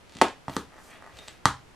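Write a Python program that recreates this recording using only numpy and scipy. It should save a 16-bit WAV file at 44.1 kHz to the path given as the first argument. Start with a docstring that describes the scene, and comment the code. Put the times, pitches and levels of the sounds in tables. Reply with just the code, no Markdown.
"""Football tossed and caught in a small bedroom

Each blow of the hands squashes the ball (thump), knocks its casing, rings the air inside and slaps
the skin; shelves and walls answer briefly. Between blows, fingers nudge, creak and tick on the
skin, the ball brushes over a shirt and a small hard object clinks, all close by over quiet room tone."""
import sys
import numpy as np
from scipy import signal
from scipy.fft import rfft, irfft, next_fast_len
from scipy.io import wavfile
from scipy.ndimage import uniform_filter1d

SR = 44100
rng = np.random.default_rng(int(sys.argv[2]) if len(sys.argv) > 2 else 0)


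def generate_wav(signal):
    """Clip the signal to [-1, 1] and save it as 16-bit WAV at the path in sys.argv[1]."""
    frames = np.transpose(np.atleast_2d(signal))
    scaled = np.clip(frames, -1, 1) * 32767
    pcm = np.round(scaled).astype(np.int16)
    wavfile.write(sys.argv[1], SR, pcm)


N = 77175
T = np.arange(N) / SR
NFFT = 2 * next_fast_len(3 * N // 4)
FREQ_HZ = np.maximum(np.arange(NFFT // 2 + 1) * SR / NFFT, 1)
SIDES = np.array([[1], [-1]])  # left, right


def undb(db):
    """Decibels to gain."""
    return 10 ** (np.asarray(db) / 20)


def at_rms(x, db):
    """Scale to an rms level."""
    return x * undb(db) / np.sqrt(np.mean(x ** 2))


def curve(points, hz=FREQ_HZ):
    """Interpolate (f/Hz, value) points over log frequency."""
    knots_hz, values = np.array(points).T
    return np.interp(np.log(hz), np.log(knots_hz), values)


def filtered(x, response):
    """Apply a frequency response."""
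    return irfft(rfft(x, NFFT) * response, NFFT)[..., :N]


def struck(spectrum, stretch=1):
    """Minimum-phase response from (f/Hz, level/dB) points, stretched in pitch."""
    cepstrum = irfft(np.log(undb(curve(spectrum, FREQ_HZ / stretch))), NFFT)
    half = NFFT // 2
    return np.exp(rfft(np.r_[cepstrum[0], 2 * cepstrum[1:half], np.zeros(half)]))


def resonant(modes):
    """Frequency response of decaying modes."""
    return sum(undb(db) / (1 + 1j * np.pi * t60_s / np.log(1000) * (FREQ_HZ - hz ** 2 / FREQ_HZ))
               for hz, db, t60_s in modes)


def pulses(times_s, levels_db):
    """One impulse at each time."""
    samples = np.round(np.asarray(times_s) * SR).astype(int)
    return np.bincount(samples, undb(levels_db), N)


# spectra of the four parts of a blow: f/Hz, level/dB
THUMP_SPECTRUM = [(25, -15), (60, -7.5), (110, 6), (160, 6), (280, 3), (420, -19), (1000, -84.5),
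                  (4000, -67)]
KNOCK_SPECTRUM = [(70, -30), (150, -19.5), (210, 3), (330, 5.5), (460, 1), (650, 0), (1000, -31.5),
                  (2500, -21.5), (9000, -76)]
RING_SPECTRUM = [(150, -42), (620, -31.5), (850, -3), (1200, 2), (1550, -5), (2000, -10), (2450, -13.5),
                 (5000, -27.5), (15000, -102)]
SLAP_SPECTRUM = [(300, -30.5), (2400, -3), (3300, 0), (4200, -1), (5200, -5), (6500, -6), (8500, -9),
                 (11000, -17.5), (13500, -29.5), (15200, -42)]
KNOCK_PEAK_HZ, RING_PEAK_HZ = 330, 1200
# blows: t/s, thump/dB, knock/dB, knock/Hz, ring/dB, ring/Hz, slap/dB, crackle/dB, pan L-R/dB
BLOWS = [(0.2143, 6.5, 15, 340, 24.5, 1000, -14, 9.5, -2), (0.2197, -16, 23, 368, 26, 866, 6, -13, 1.5),
         (0.4816, 4.5, -2.5, 655, 6, 908, -39, -17, -1.5),
         (0.4954, 0.5, -0.5, 313, -0.5, 1040, -19, -15.5, 0),
         (0.5662, 4, 15.5, 241, 11, 1190, 1.5, -40, 0.5), (1.4556, 17, 12, 287, 25.5, 1184, 12.5, 2, -0.5)]


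def blows():
    """Hands squash the ball, knock its casing, ring the air inside and slap the skin."""
    out = np.zeros((2, N))
    thump, slap = struck(THUMP_SPECTRUM), struck(SLAP_SPECTRUM)
    for start_s, thump_db, knock_db, knock_hz, ring_db, ring_hz, slap_db, crackle_db, pan_db in BLOWS:
        knock = undb(knock_db) * struck(KNOCK_SPECTRUM, knock_hz / KNOCK_PEAK_HZ)
        ring = undb(ring_db) * struck(RING_SPECTRUM, ring_hz / RING_PEAK_HZ)
        response = undb(thump_db) * thump + knock + ring + undb(slap_db) * slap
        impact = filtered(pulses([start_s], [0]), response)
        settling = undb(crackle_db) * filtered(crackle(start_s), slap)
        out += (impact + settling) * undb(SIDES * pan_db / 2)
    return out


def crackle(start_s, settle_s=0.0066):
    """Unit-energy burst of tiny contacts as skin and fingers settle after first touch."""
    age_s = np.maximum(T - start_s, 0)
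    envelope = (age_s > 0) * np.exp(-np.minimum(age_s / settle_s, 10) ** 2)
    burst = rng.standard_normal(N) * envelope
    return burst / np.sqrt(np.sum(burst ** 2))


# ball and room modes: f/Hz, peak/dB, t60/s
LASTING_MODES = [(69.5, 6.5, 0.46), (111, -6, 0.17), (131, 6.5, 0.31), (151.7, -3, 0.21),
                 (185.2, 0.5, 0.24), (264.2, 2, 0.26), (362, -1.5, 0.12), (513, -3, .13), (633, 9, 0.21),
                 (671.3, 5.5, 0.098), (784, 9, 0.13), (807, 3.5, 0.33), (946, 5, .17), (1158, -16, 0.23),
                 (1296, -11, 0.25), (1460, -0.5, 0.19), (1550, -18, 0.27), (1921, 8, 0.05),
                 (3004, -5, 0.29), (3200, -6, 0.079)]


def ringing(hits):
    """Ball and room resonate on after each blow."""
    return filtered(hits, resonant(LASTING_MODES))


# soft nudges of the ball: t/s, level/dB, f/Hz
NUDGES = [(0.153, -15, 262), (0.157, 0, 170), (0.172, -7.5, 234), (0.185, -5, 236), (1.136, -4.5, 65)]


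def nudges():
    """Dull, weak knocks as the grip shifts."""
    return sum(filtered(pulses([start_s], [db]), struck(KNOCK_SPECTRUM, hz / KNOCK_PEAK_HZ))
               for start_s, db, hz in NUDGES)


# spectrum of one slip: f/Hz, level/dB
CREAK_SPECTRUM = [(100, -30), (450, -4.5), (800, -0.5), (1200, -1), (1900, -5.5), (2800, -21.5),
                  (8000, -27.5), (15000, -45)]
# damped casing modes: f/Hz, peak/dB, t60/s
CREAK_MODES = [(970, -17, 0.022), (1225, -4, 0.11), (1890, -4, 0.03)]
# finger slips: t/s, level/dB
SLIPS = [(0.707, -23), (0.722, -21), (0.727, -18.5), (0.735, -17), (0.742, -15), (0.766, -16), (0.774, -20),
         (0.782, -12), (0.789, -12.5), (0.801, -17), (1.024, -9), (1.04, -19), (1.043, -11), (1.047, -22),
         (1.064, -9.5), (1.074, -11.5), (1.096, -15)]


def creaks():
    """Each slip of a finger knocks the hand-damped casing."""
    casing = struck(CREAK_SPECTRUM) * (1 + resonant(CREAK_MODES))
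    return filtered(pulses(*np.array(SLIPS).T), casing)


# spectrum of a light contact: f/Hz, level/dB
TICK_SPECTRUM = [(200, -5), (700, -0.5), (1800, -2.5), (3700, 0.5), (5500, -6.5), (8000, -7), (11000, -23),
                 (15000, -39)]
# fingertip touches: t/s, level/dB
TICKS = [(0.0955, -24.5), (0.1227, -22), (0.1519, -18), (0.1690, -12.5), (0.1873, -16), (0.2840, -11),
         (0.5370, -19), (1.1710, -19.5), (1.1800, -44), (1.278, -20)]


def ticks():
    """Fingertips tap the skin, small and bright."""
    return filtered(pulses(*np.array(TICKS).T), struck(TICK_SPECTRUM))


# modes common to both clinks: f/Hz, peak/dB, t60/s
CLINK_MODES = [(2890, 1, 0.13), (7700, 14, 0.061)]
# clinks: t/s, level/dB, main ring/Hz, ring peak/dB
CLINKS = [(1.1885, -21, 3700, 27), (1.2827, -12.5, 3924, 6)]


def clinks(ring_t60_s=0.064):
    """A small hard object is struck lightly and rings briefly."""
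    out = np.zeros(N)
    contact = struck(TICK_SPECTRUM)
    for start_s, db, ring_hz, ring_db in CLINKS:
        ring = resonant(CLINK_MODES + [(ring_hz, ring_db, ring_t60_s)])
        out += filtered(pulses([start_s], [db]), contact * (1.5 + ring))
    return out


# strokes, Gaussian in time and pitch: t/s, sigma/s, f/Hz, sigma/octaves, level/dB
BRUSHES = [(0.2, 0.075, 3704, .9, -57.5), (0.554, 0.042, 2315, 2.5, -51), (0.864, 0.066, 7000, 0.64, -61),
           (0.943, 0.036, 1960, 0.7, -52.5), (0.952, 0.16, 680, 1.32, -57.5),
           (1.183, 0.048, 2400, 1.45, -56), (1.27, 0.061, 2778, 1.3, -55.5),
           (1.225, 0.047, 540, 0.23, -57.5)]


def brushes(grain_db=3):
    """Grainy friction of the ball on shirt and palms swells and fades with each stroke."""
    out = np.zeros(N)
    for middle_s, sigma_s, hz, sigma_oct, db in BRUSHES:
        roughness = at_rms(uniform_filter1d(rng.standard_normal(N), size=90), 0)
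        friction = rng.standard_normal(N) * undb(grain_db * roughness)
        pink_band = np.exp(-.5 * (np.log2(FREQ_HZ / hz) / sigma_oct) ** 2) / np.sqrt(FREQ_HZ)
        swell = np.exp(-.5 * ((T - middle_s) / sigma_s) ** 2)
        out += at_rms(filtered(friction, pink_band), db) * swell
    return out


def reverb_envelope(t60_s, build_s=0.0057):
    """Unit-energy envelope of reflections building up and dying away."""
    envelope = np.exp(-np.log(1000) * T / t60_s) * (1 - np.exp(-T / build_s))
    return at_rms(envelope, 0) / np.sqrt(N)


# echoes off nearby surfaces: delay/ms, level/dB
ECHOES = [(3.1, -12), (6.9, -29)]
# wall reverberation: f/Hz, level/dB re direct, t60/s
WALL_BANDS = [(70, 2, .35), (139, -12.5, 0.26), (270, -3.5, 0.17), (540, -3.5, 0.2), (1180, -4, 0.21),
              (2700, -2, 0.25), (5060, -7.5, 0.25), (11000, -6, 0.2)]
SHELF_DB, SHELF_T60_S, SHELF_HIGHPASS_HZ = -6.5, 0.014, 465
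ECHO_LOWPASS_HZ = 1390
WIDTH_DB, WIDTH_REF_HZ = -6, 7500


def room(x):
    """Two near echoes, a quick scatter from the shelves and a short tail from the walls."""
    bands_hz, levels_db, t60s_s = np.array(WALL_BANDS).T
    wall_noise = rng.standard_normal((2, N))
    scatter = rng.standard_normal((2, N)) * reverb_envelope(SHELF_T60_S)
    tail = filtered(scatter, undb(SHELF_DB) / (1 + SHELF_HIGHPASS_HZ / (1j * FREQ_HZ)))
    for weights, db, t60_s in zip(np.eye(len(bands_hz)), levels_db, t60s_s):
        band = filtered(wall_noise, curve(np.c_[bands_hz, weights]))
        tail += band * reverb_envelope(t60_s) * undb(db)
    mid, side = rfft(tail, NFFT)
    echoes = sum(undb(db) * np.exp(-2j * np.pi * FREQ_HZ * ms / 1000) for ms, db in ECHOES)
    echoes /= 1 + 1j * FREQ_HZ / ECHO_LOWPASS_HZ
    width = undb(WIDTH_DB) * np.sqrt(FREQ_HZ / WIDTH_REF_HZ)  # ears differ more as pitch rises
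    return filtered(x, 1 + echoes + mid + SIDES * side * width)


# room tone spectrum: f/Hz, relative level/dB
TONE_SPECTRUM = [(25, -8), (70, -4.5), (130, -9), (300, -10.5), (800, -14), (2200, -19.5),
                 (6000, -29), (11000, -34.5), (15000, -50)]


def room_tone(rms_db=-53.5, bass_side_db=-1, hiss_side_db=-3):
    """Steady, wide background noise, strongest in the bass."""
    mid, side = filtered(rng.standard_normal((2, N)), undb(curve(TONE_SPECTRUM)))
    width = undb(curve([(300, bass_side_db), (6000, hiss_side_db)]))
    return at_rms(mid + SIDES * filtered(side, width), rms_db)


def scene():
    """Ball and hands in the room."""
    hits = blows()
    direct = hits + nudges() + creaks() + ticks() + clinks() + brushes()
    return room(direct) + ringing(hits) + room_tone()


def record(dry, lowpass_hz=15200):
    """Clip at full scale, then cut the top."""
    lowpass = signal.ellip(8, .2, 80, lowpass_hz, fs=SR, output="sos")
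    return signal.sosfilt(lowpass, np.clip(dry, -1, 1))


dry = scene()
out = record(dry)
generate_wav(out)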